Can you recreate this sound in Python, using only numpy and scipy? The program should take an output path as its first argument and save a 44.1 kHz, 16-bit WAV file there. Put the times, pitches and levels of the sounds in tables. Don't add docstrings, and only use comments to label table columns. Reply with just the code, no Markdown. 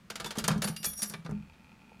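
import sys
import numpy as np
from scipy import signal
from scipy.fft import rfft, irfft
from scipy.io import wavfile

SR = 44100
rng = np.random.default_rng(int(sys.argv[2]) if len(sys.argv) > 2 else 0)


def natural_amplitude(level_db):
    exponent = np.asarray(level_db, float) / 20
    return 10 ** exponent


def unload_audio(sound):
    columns = np.transpose(np.atleast_2d(sound))
    steps = np.round(np.clip(columns, -1, 1) * 32767)
    wavfile.write(sys.argv[1], SR, steps.astype(np.int16))


N = 88200

# pitch_hz, level_db
FLOOR = [(15, -43), (45, -5.5), (212, -5.5), (335, -15), (887, -21), (1100, -16), (2550, -22), (16000, -41)]
# pitch_hz, level_db, t60_s (time to die away by 60 dB)
REELS = [(154.6, -79, 0.16), (199.6, -60.5, 0.05)]
# start_s, panel_db, front_db, knock_db
THUMPS = [(.103, -64, -46, -52), (0.204, -45, -43.5, -42), (0.25, -39.5, -38, -31),
          (0.377, -36, -33, -20.5), (0.439, -30, -38, -29), (.482, -37, -21.5, -22),
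          (.503, -18, -24.5, -28), (.56, -49, -21.5, -21), (.587, -27.5, -25, -59), (0.629, -49, -31, -37),
          (.65, -38, -25.5, -28), (0.696, -27, -31, -64), (0.8, -43, -45.5, -70), (0.869, -41, -42.5, -60),
          (1.022, -49, -37, -68), (1.1, -43, -42.5, -55), (1.14, -36, -50, -34), (1.189, -39, -61, -57),
          (1.249, -33, -70, -81), (1.293, -30.5, -37, -25.5), (1.32, -29.5, -24.5, -26.5),
          (1.344, -42.5, -44.5, -63), (1.401, -38, -48, -55)]
# pitch_hz, level_db, t60_s
PANEL_MODES = [(163, -0.5, 0.17), (135.5, -13, .15)]
FRONT_MODES = [(207, 0, 0.25)]
KNOCK_MODES = [(218.8, -3.5, 0.15), (259, -14, .08), (329, -26.5, 0.19), (413, -18, 0.14),
               (603, -27, 0.071)]
# start_s, level_db
SWAYS = [
    (0.218, -56.5),
    (0.408, -51.5),
    (0.522, -47),
    (0.642, -59),
    (0.86, -56.5),
    (1.288, -49),
    (1.356, -60),
    (1.901, -69),
]
# pitch_hz, level_db, t60_s
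STAND_MODES = [(45.6, 5.5, 0.3), (73.9, 5, 0.54)]

# start_s, mid_db, low_db, high_db, t60_s
LEVER = [(0.1005, -28, -38, -37.5, 0.079), (0.1553, -27, -38, -36, 0.08),
         (0.1989, -28.5, -34.5, -38.5, 0.1), (0.2436, -25, -34.5, -36, 0.067),
         (0.2586, -36, -39, -38, 0.14), (0.3059, -28.5, -37, -37.5, 0.1), (0.3531, -40, -39, -51.5, 0.21),
         (0.37, -36, -47.5, -42.5, 0.11), (0.383, -25, -33.5, -30.5, 0.11),
         (0.4399, -25.5, -36, -31.5, 0.1), (0.4471, -25.5, -32.5, -45, 0.055),
         (0.4788, -19, -30, -17, 0.048), (0.4825, -18.5, -19, -45, 0.051), (0.5035, -32, -31, -47.5, 0.067),
         (0.5126, -28, -30.5, -43, 0.106), (0.5779, -41.5, -44.5, -42, 0.044)]
# start_s, mid_db, low_db, high_db, t60_s
CHUTE = [(0.619, -22.5, -30.5, -29, 0.11), (0.6424, -23.5, -27.5, -28, 0.06),
         (0.6734, -28, -34.5, -39, 0.1), (0.683, -40, -38.5, -37.5, 0.1),
         (0.7627, -31.5, -58.5, -36.5, 0.064), (0.829, -33, -49.5, -39, 0.14),
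         (0.842, -26, -34, -28, 0.081), (0.8518, -35, -56, -26, 0.07), (0.897, -45.5, -53.5, -44, 0.06),
         (0.9315, -40, -51.5, -44, 0.053), (0.9745, -48, -57.5, -46, 0.099),
         (0.9904, -44.5, -49.5, -44, 0.18), (1.0188, -27, -41.5, -26.5, 0.05),
         (1.0275, -28, -39.5, -28.5, 0.05), (1.0305, -27.5, -41, -25.5, 0.06),
         (1.036, -38, -43, -33.5, 0.05), (1.0417, -39, -44.5, -42.5, 0.06), (1.058, -53, -57, -41.5, 0.08),
         (1.0962, -40.5, -43.5, -36, 0.07), (1.107, -48.5, -48, -48.5, 0.1), (1.123, -44.5, -50, -53, 0.08),
         (1.1365, -27, -36, -40, 0.04), (1.141, -31, -35.5, -52, 0.05)]
# start_s, mid_db, low_db, high_db, t60_s
SETTLE = [
    (1.247, -43.5, -44.5, -58, 0.096),
    (1.2614, -34.5, -33, -52.5, 0.039),
    (1.2924, -74, -42.5, -61, 0.077),
    (1.31, -68, -39, -48.5, 0.034),
    (1.533, -53, -62, -74, 0.087),
]
REGISTER_DB = [-4.5, -7, 0.3]
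REGISTER_T60 = [1.384, 0.89, 0.63]
# pitch_hz, level_db
MECHANISM = [(350, -2.5), (700, -5), (1000, -1.5), (1700, -4.5), (3600, -6), (5500, -9), (9900, -12),
             (16000, -26.5)]
# pitch_hz, level_db, t60_s
PAWL_MODES = [(1390, -38, 0.027), (3187, -41.5, 0.045)]

LINK_RINGS = [
    (.261, -35, .278),
]
LINK_MODES = [(953, 0, .075), (3494, -2, .07), (3590, -7, .05)]
SLAM_RINGS = [
    (.481, -29.5, 0.503),
    (.505, -28.5, .54),
]
SLAM_MODES = [(1034, 1, 0.041), (1370, -14.5, 0.053), (1625, -10, 0.091), (2530, -6.5, .05)]
LIP_RINGS = [
    (.646, -44, .72),
]
LIP_MODES = [(9006, -1, .4), (4560, 6, .12), (4823, -8, .15)]
RAIL_RINGS = [
    (.68, -59, .75),
]
RAIL_MODES = [(10850, 4, .12), (13710, 0, .24), (14290, 0, .2), (14650, -3, .2)]
TONGUE_RINGS = [
    (.694, -46, .72),
]
TONGUE_MODES = [(6000, 0, .06)]
GATE_RINGS = [
    (.764, -50, .83),
]
GATE_MODES = [(9012, 0, .35), (2810, 11, .09), (4565, -2, .13), (4818, 1, .4), (10905, 1, .11)]
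CRADLE_RINGS = [
    (.859, -40, .99),
]
CRADLE_MODES = [(3391, -1, .2), (4296, -5, .18), (6605, -5, .22), (9351, -10, .2), (14740, -10, .2),
                (11370, -12, .15), (8317, -11, .14), (2385, -2, .07), (15150, -13, .1)]
STOP_RINGS = [
    (.977, -42, 1.02),
    (.992, -46, 1.02),
]
STOP_MODES = [(14100, -3, .12), (9345, 0, .2), (6620, -2, .12), (8200, -6, .08)]
CUP_RINGS = [
    (1.033, -42, 1.06),
    (1.098, -49, 1.113),
]
CUP_MODES = [(12540, 0, .09), (8027, -5, .07), (7418, -8, .09), (11410, -10, .12)]
LATCH_RINGS = [
    (1.139, -39, 1.175),
]
LATCH_MODES = [(1195, -3, .07), (1795, -6, .06), (1985, -4, .05), (2300, 0, .06), (2430, -3, .05),
               (3144, -6, .04)]
TAP_RINGS = [
    (1.918, -47, 1.94),
]
TAP_MODES = [(850, 0, .035), (480, -1, .025)]

# start_s, main_pair_db, upper_db, lower_db, share (of the free die-away time)
COIN_RINGS = [(.634, -33, -46, -53, .5), (.652, -46, -47, -55, 1), (.675, -41, -50, -54, .45),
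              (.715, -51, -60, -72, .7), (.765, -53, -58, -58, 3), (.842, -36, -42, -40, 1),
              (.858, -32, -34, -44, .8), (.92, -41, -50, -50, 1), (.966, -43, -53, -42, 1),
              (.989, -46, -46, -43, .7), (1.019, -30, -42, -43, .25), (1.029, -25, -37, -41, .22),
              (1.046, -43, -48, -52, .6), (1.073, -46, -46, -56, 1), (1.097, -42, -52, -53, .35),
              (1.12, -53, -58, -58, .6)]
# pitch_hz, level_db, t60_s
COIN_MODES = [
    [(9850, 0, .3), (9886, -4, .22), (9805, -8, .15)],
    [(12915, 0, .25), (12960, -10, .15)],
    [(5655, 0, .4)],
]

# time_s, turns_done
GOVERNOR = [
    (1.327, -1),
    (1.7185, 15),
    (1.7929, 18),
    (1.9965, 26),
]
TEETH_DB = [0, 3, 1.5, 0, 4, -2.5, -5, 6, -1, -2, -12, -1, -3, 4, 0.5, 3, 4.5, -5, -7, -2, 1.5, 0.5, -4,
            4.5, -4, 1, -2, 1]
# pitch_hz, level_db, t60_s
ESCAPEMENT_MODES = [(2477, -4.5, 0.027), (2600, -7.5, 0.016), (893, -7.5, 0.042), (3150, -12.5, 0.0093),
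                    (1384, -14, 0.075), (4300, -15.5, 0.016)]


def ring(clicks, hz, t60):
    decay = natural_amplitude(-60 / (t60 * SR))
    turn = 2 * np.pi * hz / SR
    return signal.lfilter([0, np.sin(turn)], [1, -2 * decay * np.cos(turn), decay * decay], clicks + 1e-18)


def body(clicks, modes):
    return sum(natural_amplitude(db) * ring(clicks, hz, t60) for hz, db, t60 in modes)


def colour(x, spectrum):
    hz, db = np.transpose(spectrum)
    f = np.maximum(np.arange(N // 2 + 1) * SR / N, 10)
    gain = natural_amplitude(np.interp(np.log(f), np.log(hz), db))
    y = irfft(rfft(x) * gain, N)
    return y / y.std()


def train(times, dbs):
    out = np.zeros(N)
    places = np.clip((np.asarray(times) * SR).astype(int), 0, N - 1)
    np.add.at(out, places, natural_amplitude(np.asarray(dbs)))
    return out


def butter(x, order, hz, kind):
    return signal.sosfilt(signal.butter(order, hz, kind, fs=SR, output="sos"), x)


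def room(x):
    t60_s, treble_t60_s, level_db = 0.34, 0.13, -11
    t = np.arange(SR // 2) / SR
    noise = rng.standard_normal(len(t))
    low = butter(noise, 1, 2500, "low")
    high = noise - low
    tail = low * natural_amplitude(-60 * t / t60_s) + high * natural_amplitude(-60 * t / treble_t60_s)
    tail = tail * (t > .004)
    return natural_amplitude(level_db) * signal.fftconvolve(x, tail / np.sqrt((tail ** 2).sum()))[:N]


def room_noise():
    level_db = -62
    return natural_amplitude(level_db) * colour(rng.standard_normal(N), FLOOR)


def cabinet():
    out = np.zeros(N)
    for hz, db, t60 in REELS:
        hum = ring(rng.standard_normal(N), hz, t60)
        out += natural_amplitude(db) * hum / hum.std()
    start_s, panel_db, front_db, knock_db = np.transpose(THUMPS)
    boom = body(train(start_s, panel_db), PANEL_MODES) + body(train(start_s, front_db), FRONT_MODES)
    knock = body(train(start_s, knock_db), KNOCK_MODES)
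    sway = body(train(*np.transpose(SWAYS)), STAND_MODES)
    out += butter(boom, 2, [130, 270], "band")
    out += butter(knock, 2, 170, "high")
    return out + butter(sway, 2, [35, 90], "band")


def steel_grains():
    spacing_hz, peaks_db = 150, 2
    luck_db = 1.5 * rng.standard_normal(N // 40 + 1)
    grains = rng.standard_normal(N) * natural_amplitude(luck_db.repeat(40)[:N])
    hz = np.arange(1, SR / 2 / spacing_hz) * spacing_hz
    peaks = np.c_[hz, peaks_db * rng.standard_normal(len(hz))]
    return colour(colour(grains, MECHANISM), peaks)


def pawl():
    start_s, mid_db = np.transpose(LEVER)[:2]
    out = np.zeros(N)
    for hz, level_db, t60 in PAWL_MODES:
        luck_db = 3 * rng.standard_normal(len(start_s))
        clicks = train(start_s + 0.001936, mid_db + luck_db)
        out += natural_amplitude(level_db + 27.5) * ring(clicks, hz, t60)
    return out


def knocks():
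    rise_s = 0.0013
    start_s, mid_db, low_db, high_db, t60_s = np.array(LEVER + CHUTE + SETTLE).T[:, :, None]
    since = np.maximum(np.arange(N) / SR - start_s, 0)
    grains = steel_grains()
    registers = ((280, 1700), low_db), ((1700, 5000), mid_db), ((5000, 16000), high_db)
    out = np.zeros(N)
    for (edges_hz, db), trim_db, share in zip(registers, REGISTER_DB, REGISTER_T60):
        shape = (1 - np.exp(-since / rise_s)) * natural_amplitude(db + trim_db - 60 * since / (t60_s * share))
        band = butter(grains, 3, edges_hz, "band")
        out += band / band.std() * np.sqrt((shape ** 2).sum(axis=0))
    return out + pawl()


def ringing(strikes, modes):
    spread_db, wobble_db, damp_s, rise_s = .5, 2.5, .006, .001
    out = np.zeros(N)
    hz, mode_db, t60 = np.transpose(modes)[:, :, None]
    t = np.arange(9000) / SR
    for start_s, db, damped_s in strikes:
        luck = rng.standard_normal((len(modes), 32))
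        waver = np.array([np.interp(t, np.linspace(0, t[-1], 30), row[2:]) for row in luck])
        level = db + mode_db + spread_db * luck[:, :1] + wobble_db * waver - 60 * t / t60
        tones = natural_amplitude(level) * np.sin(2 * np.pi * hz * t + 3 * luck[:, 1:2])
        fade = np.exp(-np.maximum(t - (damped_s - start_s), 0) / damp_s) * np.minimum(t / rise_s, 1)
        first = int(start_s * SR)
        out[first:first + len(t)] += (tones.sum(axis=0) * fade)[:N - first]
    return out


def metal_parts():
    parts = [(LINK_RINGS, LINK_MODES), (SLAM_RINGS, SLAM_MODES), (LIP_RINGS, LIP_MODES),
             (RAIL_RINGS, RAIL_MODES), (TONGUE_RINGS, TONGUE_MODES), (GATE_RINGS, GATE_MODES),
             (CRADLE_RINGS, CRADLE_MODES), (STOP_RINGS, STOP_MODES), (CUP_RINGS, CUP_MODES),
             (LATCH_RINGS, LATCH_MODES), (TAP_RINGS, TAP_MODES)]
    return sum(ringing(strikes, modes) for strikes, modes in parts)


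def coin():
    rests_s = 1.143
    ends = [row[0] for row in COIN_RINGS[1:]] + [rests_s]
    out = np.zeros(N)
    for (start_s, *dbs, share), end in zip(COIN_RINGS, ends):
        for db, modes in zip(dbs, COIN_MODES):
            held_modes = np.multiply(modes, [1, 1, share])
            out += ringing([(start_s, db, end)], held_modes)
    return out


def governor():
    tick_db, tock_db, tock_spread_db = -53.5, -57, 2
    tock_turn, tock_jitter_s = .4, .0006
    time_s, turns = np.transpose(GOVERNOR)
    ticks = np.arange(turns[0], turns[-1] + .5)
    level_luck, time_luck = rng.standard_normal((2, len(ticks)))
    tick_s = np.interp(ticks, turns, time_s)
    tock_s = np.interp(ticks + tock_turn, turns, time_s) + tock_jitter_s * time_luck
    levels = np.r_[tick_db + np.array(TEETH_DB), tock_db + tock_spread_db * level_luck]
    return body(train(np.r_[tick_s, tock_s], levels), ESCAPEMENT_MODES)


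def scene():
    machine = knocks() + metal_parts() + coin() + governor()
    mix = room_noise() + cabinet() + machine + room(machine)
    return mix[None]


def top_cut(x):
    return signal.sosfilt(signal.butter(12, 16820, fs=SR, output="sos"), x)


def record(dry):
    rounded = .35 * np.tanh(dry / .35)
    cut = signal.sosfilt(signal.cheby2(8, 35, 16500, fs=SR, output="sos"), rounded)
    return top_cut(cut)


dry = scene()
out = record(dry)
unload_audio(out)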